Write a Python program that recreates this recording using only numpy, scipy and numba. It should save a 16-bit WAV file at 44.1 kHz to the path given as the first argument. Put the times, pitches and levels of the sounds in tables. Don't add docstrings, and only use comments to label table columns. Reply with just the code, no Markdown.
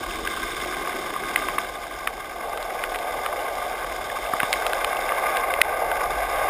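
import sys
import numpy as np
from scipy import signal
from scipy.fft import rfft, irfft
from scipy.io import wavfile
from numba import njit

SR = 44100
rng = np.random.default_rng(int(sys.argv[2]) if len(sys.argv) > 2 else 0)


def digitize_waveform(pressure):
    field = np.atleast_2d(pressure).T
    bounded = np.clip(field, -1, 1)
    quanta = np.round(bounded * 32767).astype(np.int16)
    wavfile.write(sys.argv[1], SR, quanta)


N = 286209
T = np.arange(N) / SR


def gain(db):
    return 10 ** (np.asarray(db) / 20)


def unit(x):
    return x / np.sqrt(np.mean(x ** 2))


def curves(table):
    times_s, *columns = np.transpose(table)
    return [np.interp(T, times_s, column) for column in columns]


def band(x, low_hz, high_hz, order=2):
    return signal.sosfilt(signal.butter(order, [low_hz, high_hz], "band", fs=SR, output="sos"), x)


def ring(x, tones):
    out = 0
    for k, (pitch_hz, width_hz, level_db) in enumerate(tones):
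        peak = signal.iirpeak(pitch_hz, pitch_hz / width_hz, SR)
        out = out + (-1) ** k * gain(level_db) * signal.lfilter(*peak, signal.lfilter(*peak, x))
    return out


def wander(rate_hz):
    hz = np.arange(N // 2 + 1) * SR / N
    spectrum = rfft(rng.standard_normal(N)) * (hz > 1) / (1 + (hz / rate_hz) ** 2)
    return unit(irfft(spectrum, N))


def grains(per_s, spread_db):
    taps = (rng.random(N) < per_s / SR) * rng.standard_normal(N)
    return unit(taps * gain(spread_db * rng.standard_normal(N)))


@njit
def follow(x, rise_s, fall_s):
    out, level = np.empty(len(x)), 0.
    for i in range(len(x)):
        level += (x[i] - level) / (SR * (rise_s if x[i] > level else fall_s))
        out[i] = level
    return out


# peak_s, length_s, rise_db
GUSTS = [(.25, 0.58, 8), (4.0, 0.25, 5), (6.248, 1, 8)]

def wind(headwind_db=-48.5):
    gusts_db = sum(rise_db * np.exp(-(2 * (T - peak_s) / length_s) ** 2)
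                   for peak_s, length_s, rise_db in GUSTS)
    buffet = unit(band(rng.standard_normal(N), 30, 54))
    rumble = unit(band(rng.standard_normal(N), 6, 110))
    return gain(headwind_db + gusts_db) * (buffet + gain(-9) * rumble)


# start_s, peak_db
KNOCKS = [(4.335, -21), (4.431, -18), (5.877, -41)]
# pitch_hz, width_hz, level_db
THUMP_TONES = [(130, 110, -6), (290, 250, -5), (715, 190, -4)]

def truck_knocks():
    blows = np.zeros(N)
    for start_s, peak_db in KNOCKS:
        blows[int(start_s * SR)] = gain(peak_db)
    thump = ring(signal.unit_impulse(SR // 8), THUMP_TONES)
    return signal.fftconvolve(blows, thump / np.abs(thump).max())[:N]


def stray_drops(spray_db, per_s=3, low_hz=1320, high_hz=3260):
    drops = []
    crack_db, crack_hz = -5, 2820
    for when, pitch, size in rng.random((int(per_s * N / SR), 3)):
        i = int(when * N)
        level_db = spray_db[i] + 17 + 4 * size
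        ring_hz = low_hz * (high_hz / low_hz) ** pitch
        drops.append((T[i], level_db, ring_hz, crack_db, crack_hz))
    return clicks(drops)


# start_s, level_db, ring_hz, crack_db, crack_hz
# (crack_db says how much louder the crack is than the ring)
GRIT_HITS = [(.2745, -12.5, 1580, -3.5, 2700), (.725, -18, 1580, -12, 2400), (.874, -12, 1120, -10, 2200),
             (1.162, -14, 1100, -35, 2200), (1.236, -23, 1560, -11, 2400), (1.3598, -5, 2030, -5, 2590),
             (1.486, -9, 1080, -7, 2200), (1.5824, -6.5, 1130, -13, 1970), (1.586, -13.5, 2140, -3.5, 2700),
             (2.0738, -10, 1210, 2, 2140), (2.5749, -19.5, 1280, -2.5, 2870), (2.627, -21, 1100, 1, 3500),
             (2.8385, -14, 1485, 2, 2300), (2.946, -19, 1970, -2, 2700), (2.959, -23, 2150, 3, 2700),
             (2.988, -24.5, 1600, 4, 3000), (3.2622, -8, 1190, -7.5, 2650), (3.327, -13.5, 1100, -27, 2200),
             (3.845, -15, 1120, -14, 2200), (4.100, -19, 1730, -7, 2400), (4.336, -7, 1180, -21, 1800),
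             (4.4021, -9.5, 1530, 0.5, 2090), (4.4316, -7.5, 1110, -4.5, 2190), (4.5287, -7, 2200, 1, 3860),
             (4.537, -13, 2070, -3, 2800), (4.622, -14.5, 1540, -14, 2400), (4.666, -11.5, 1280, 2, 2830),
             (4.733, -10, 1530, -4, 3020), (4.8459, -10.5, 1200, 2, 2680), (4.9682, -20.5, 2660, -12, 3300),
             (5.0914, -13.5, 2130, -14, 2400), (5.1205, -8, 1160, -12, 2200),
             (5.3703, -14.5, 1620, 1, 2900), (5.5386, -14.5, 2080, 2.5, 2400),
             (5.6155, 14.5, 1994, 4, 2300), (5.9158, -12, 1520, -8, 2640), (6.016, -12.5, 1105, -17, 2200)]

def clicks(hits, bounce_s=.0018, bounce_gain=0.61):
    out, t = np.zeros(N + SR), T[:SR // 20]
    for start_s, level_db, ring_hz, crack_db, crack_hz in hits:
        fade_s = 0.0075 * 2 ** (-crack_db / 34)
        tone = np.sin(2 * np.pi * ring_hz * t) * gain(-60 * t / fade_s)
        crack = band(signal.unit_impulse(len(t)), crack_hz / 1.39, crack_hz * 1.36)
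        click = gain(level_db) * (tone - gain(crack_db) * crack / np.abs(crack).max())
        start = int(start_s * SR)
        bounce = start + int(SR * np.round(bounce_s * ring_hz) / ring_hz)
        out[start:start + len(t)] += click
        out[bounce:bounce + len(t)] += bounce_gain * click
    return band(out[:N], 910, 6200)


# time_s, crackle_db, spray_db
WATER_LEVELS = [(0, -34.5, -44), (0.3, -31.5, -40), (1.2, -31.5, -44), (1.45, -29.5, -41),
                (1.75, -36.5, -46.5), (2.35, -36, -50.5), (3.0, -32, -46), (3.2, -34.0, -47),
                (3.6, -32, -45.5), (4.1, -34.5, -45.5), (4.5, -30, -41.5), (4.75, -29.0, -42.5),
                (5.0, -29, -44.5), (5.3, -26, -43.5), (5.75, -30, -48), (6.49, -27, -42.5)]
# pitch_hz, width_hz, level_db
CASE_TONES = [(1075.5, 156, 0.5), (1211, 106, -0.3), (1557, 204, -2), (2104, 268, -4.5), (2440, 530, -18),
              (2775, 71, -13)]
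# pitch_hz, width_hz, level_db
SPRAY_TONES = [(3094, 460, -4.5), (3597, 334, 1), (3950, 180, -13)]
# pitch_hz, width_hz, level_db
MIST_TONES = [(4270, 280, -11), (4730, 270, -1), (5080, 440, 4), (5480, 1180, -2.5)]

def water(crackle_db, spray_db, wheel_turns_hz=10.2):
    turns = np.cumsum(wheel_turns_hz * (1 + 0.13 * wander(.8))) / SR
    spurts = unit(gain(2 * wander(60) + 0.68 * np.cos(np.pi * turns) ** 10))
    splashes = grains(per_s=4500, spread_db=2.5) * spurts
    crackle = unit(band(ring(splashes, CASE_TONES), 1000, 3200, order=5))
    spray = unit(ring(grains(per_s=6000, spread_db=2) * spurts, SPRAY_TONES))
    mist = unit(ring(grains(per_s=7000, spread_db=4) * spurts, MIST_TONES))
    far_wheel_hiss = unit(band(rng.standard_normal(N), 880, 5400))
    haze = mist * gain(-47.5) + far_wheel_hiss * gain(-48)
    haze_swell = gain(0.79 * (spray_db - spray_db.mean()))
    return crackle * gain(crackle_db) + spray * gain(spray_db + .5) + haze * haze_swell


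# time_s, level_db
ROAD_SHAKE = [(0, -38.5), (0.45, -40), (0.9, -36.5), (1.45, -35.5), (1.98, -40), (2.12, -36.5),
              (2.33, -40.5), (2.45, -31.5), (3.5, -30.5), (4.05, -34), (4.7, -28), (5.0, -29.5), (5.3, -26),
              (5.55, -27.5), (5.85, -25), (6.05, -28.5), (6.49, -27.0)]
# pitch_hz, width_hz, level_db
DECK_TONES = [(495.6, 207, -6.5), (726, 242, 0.0), (914, 130, -10.5)]
# pitch_hz, width_hz, level_db
BOOM_TONES = [(140.6, 54, -10.5), (234.5, 133, -11.5), (372.6, 150, 0.5)]

def wheels(evens_out_s=1.61, evening_length_s=0.2):
    road_db, = curves(ROAD_SHAKE)
    kicks = grains(per_s=5000, spread_db=1.5) * gain(wander(23))
    rumble = unit(band(ring(kicks, DECK_TONES), 300, 960, order=5))
    boom = unit(ring(grains(per_s=3000, spread_db=2.5), BOOM_TONES))
    bumpy = np.clip(.5 - (T - evens_out_s) / evening_length_s, 0, 1)
    boom_db = -45 + 7.5 * bumpy + 0.15 * (road_db - road_db.mean())
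    return rumble * gain(road_db + .5) + boom * gain(boom_db)


def scene():
    crackle_db, spray_db = curves(WATER_LEVELS)
    rolling = wheels() + water(crackle_db, spray_db) + wind()
    return (rolling + clicks(GRIT_HITS) + stray_drops(spray_db) + truck_knocks())[None]


def record(dry):
    limit_db, camera_hz, top_hz = -13, 12000, 15300
    loudness = follow(np.abs(dry[0]), rise_s=.004, fall_s=.012)
    limited = np.clip(dry[0] / np.maximum(1, loudness / gain(limit_db)), -1, 1)
    coarse = signal.resample_poly(limited, camera_hz, SR)
    held = signal.resample_poly(np.repeat(coarse, 8), SR, 8 * camera_hz)
    treble_cut = signal.ellip(10, .2, 70, top_hz, fs=SR, output="sos")
    return signal.sosfilt(treble_cut, np.clip(held, -.9, .9))[None]


dry = scene()
out = record(dry)
digitize_waveform(out)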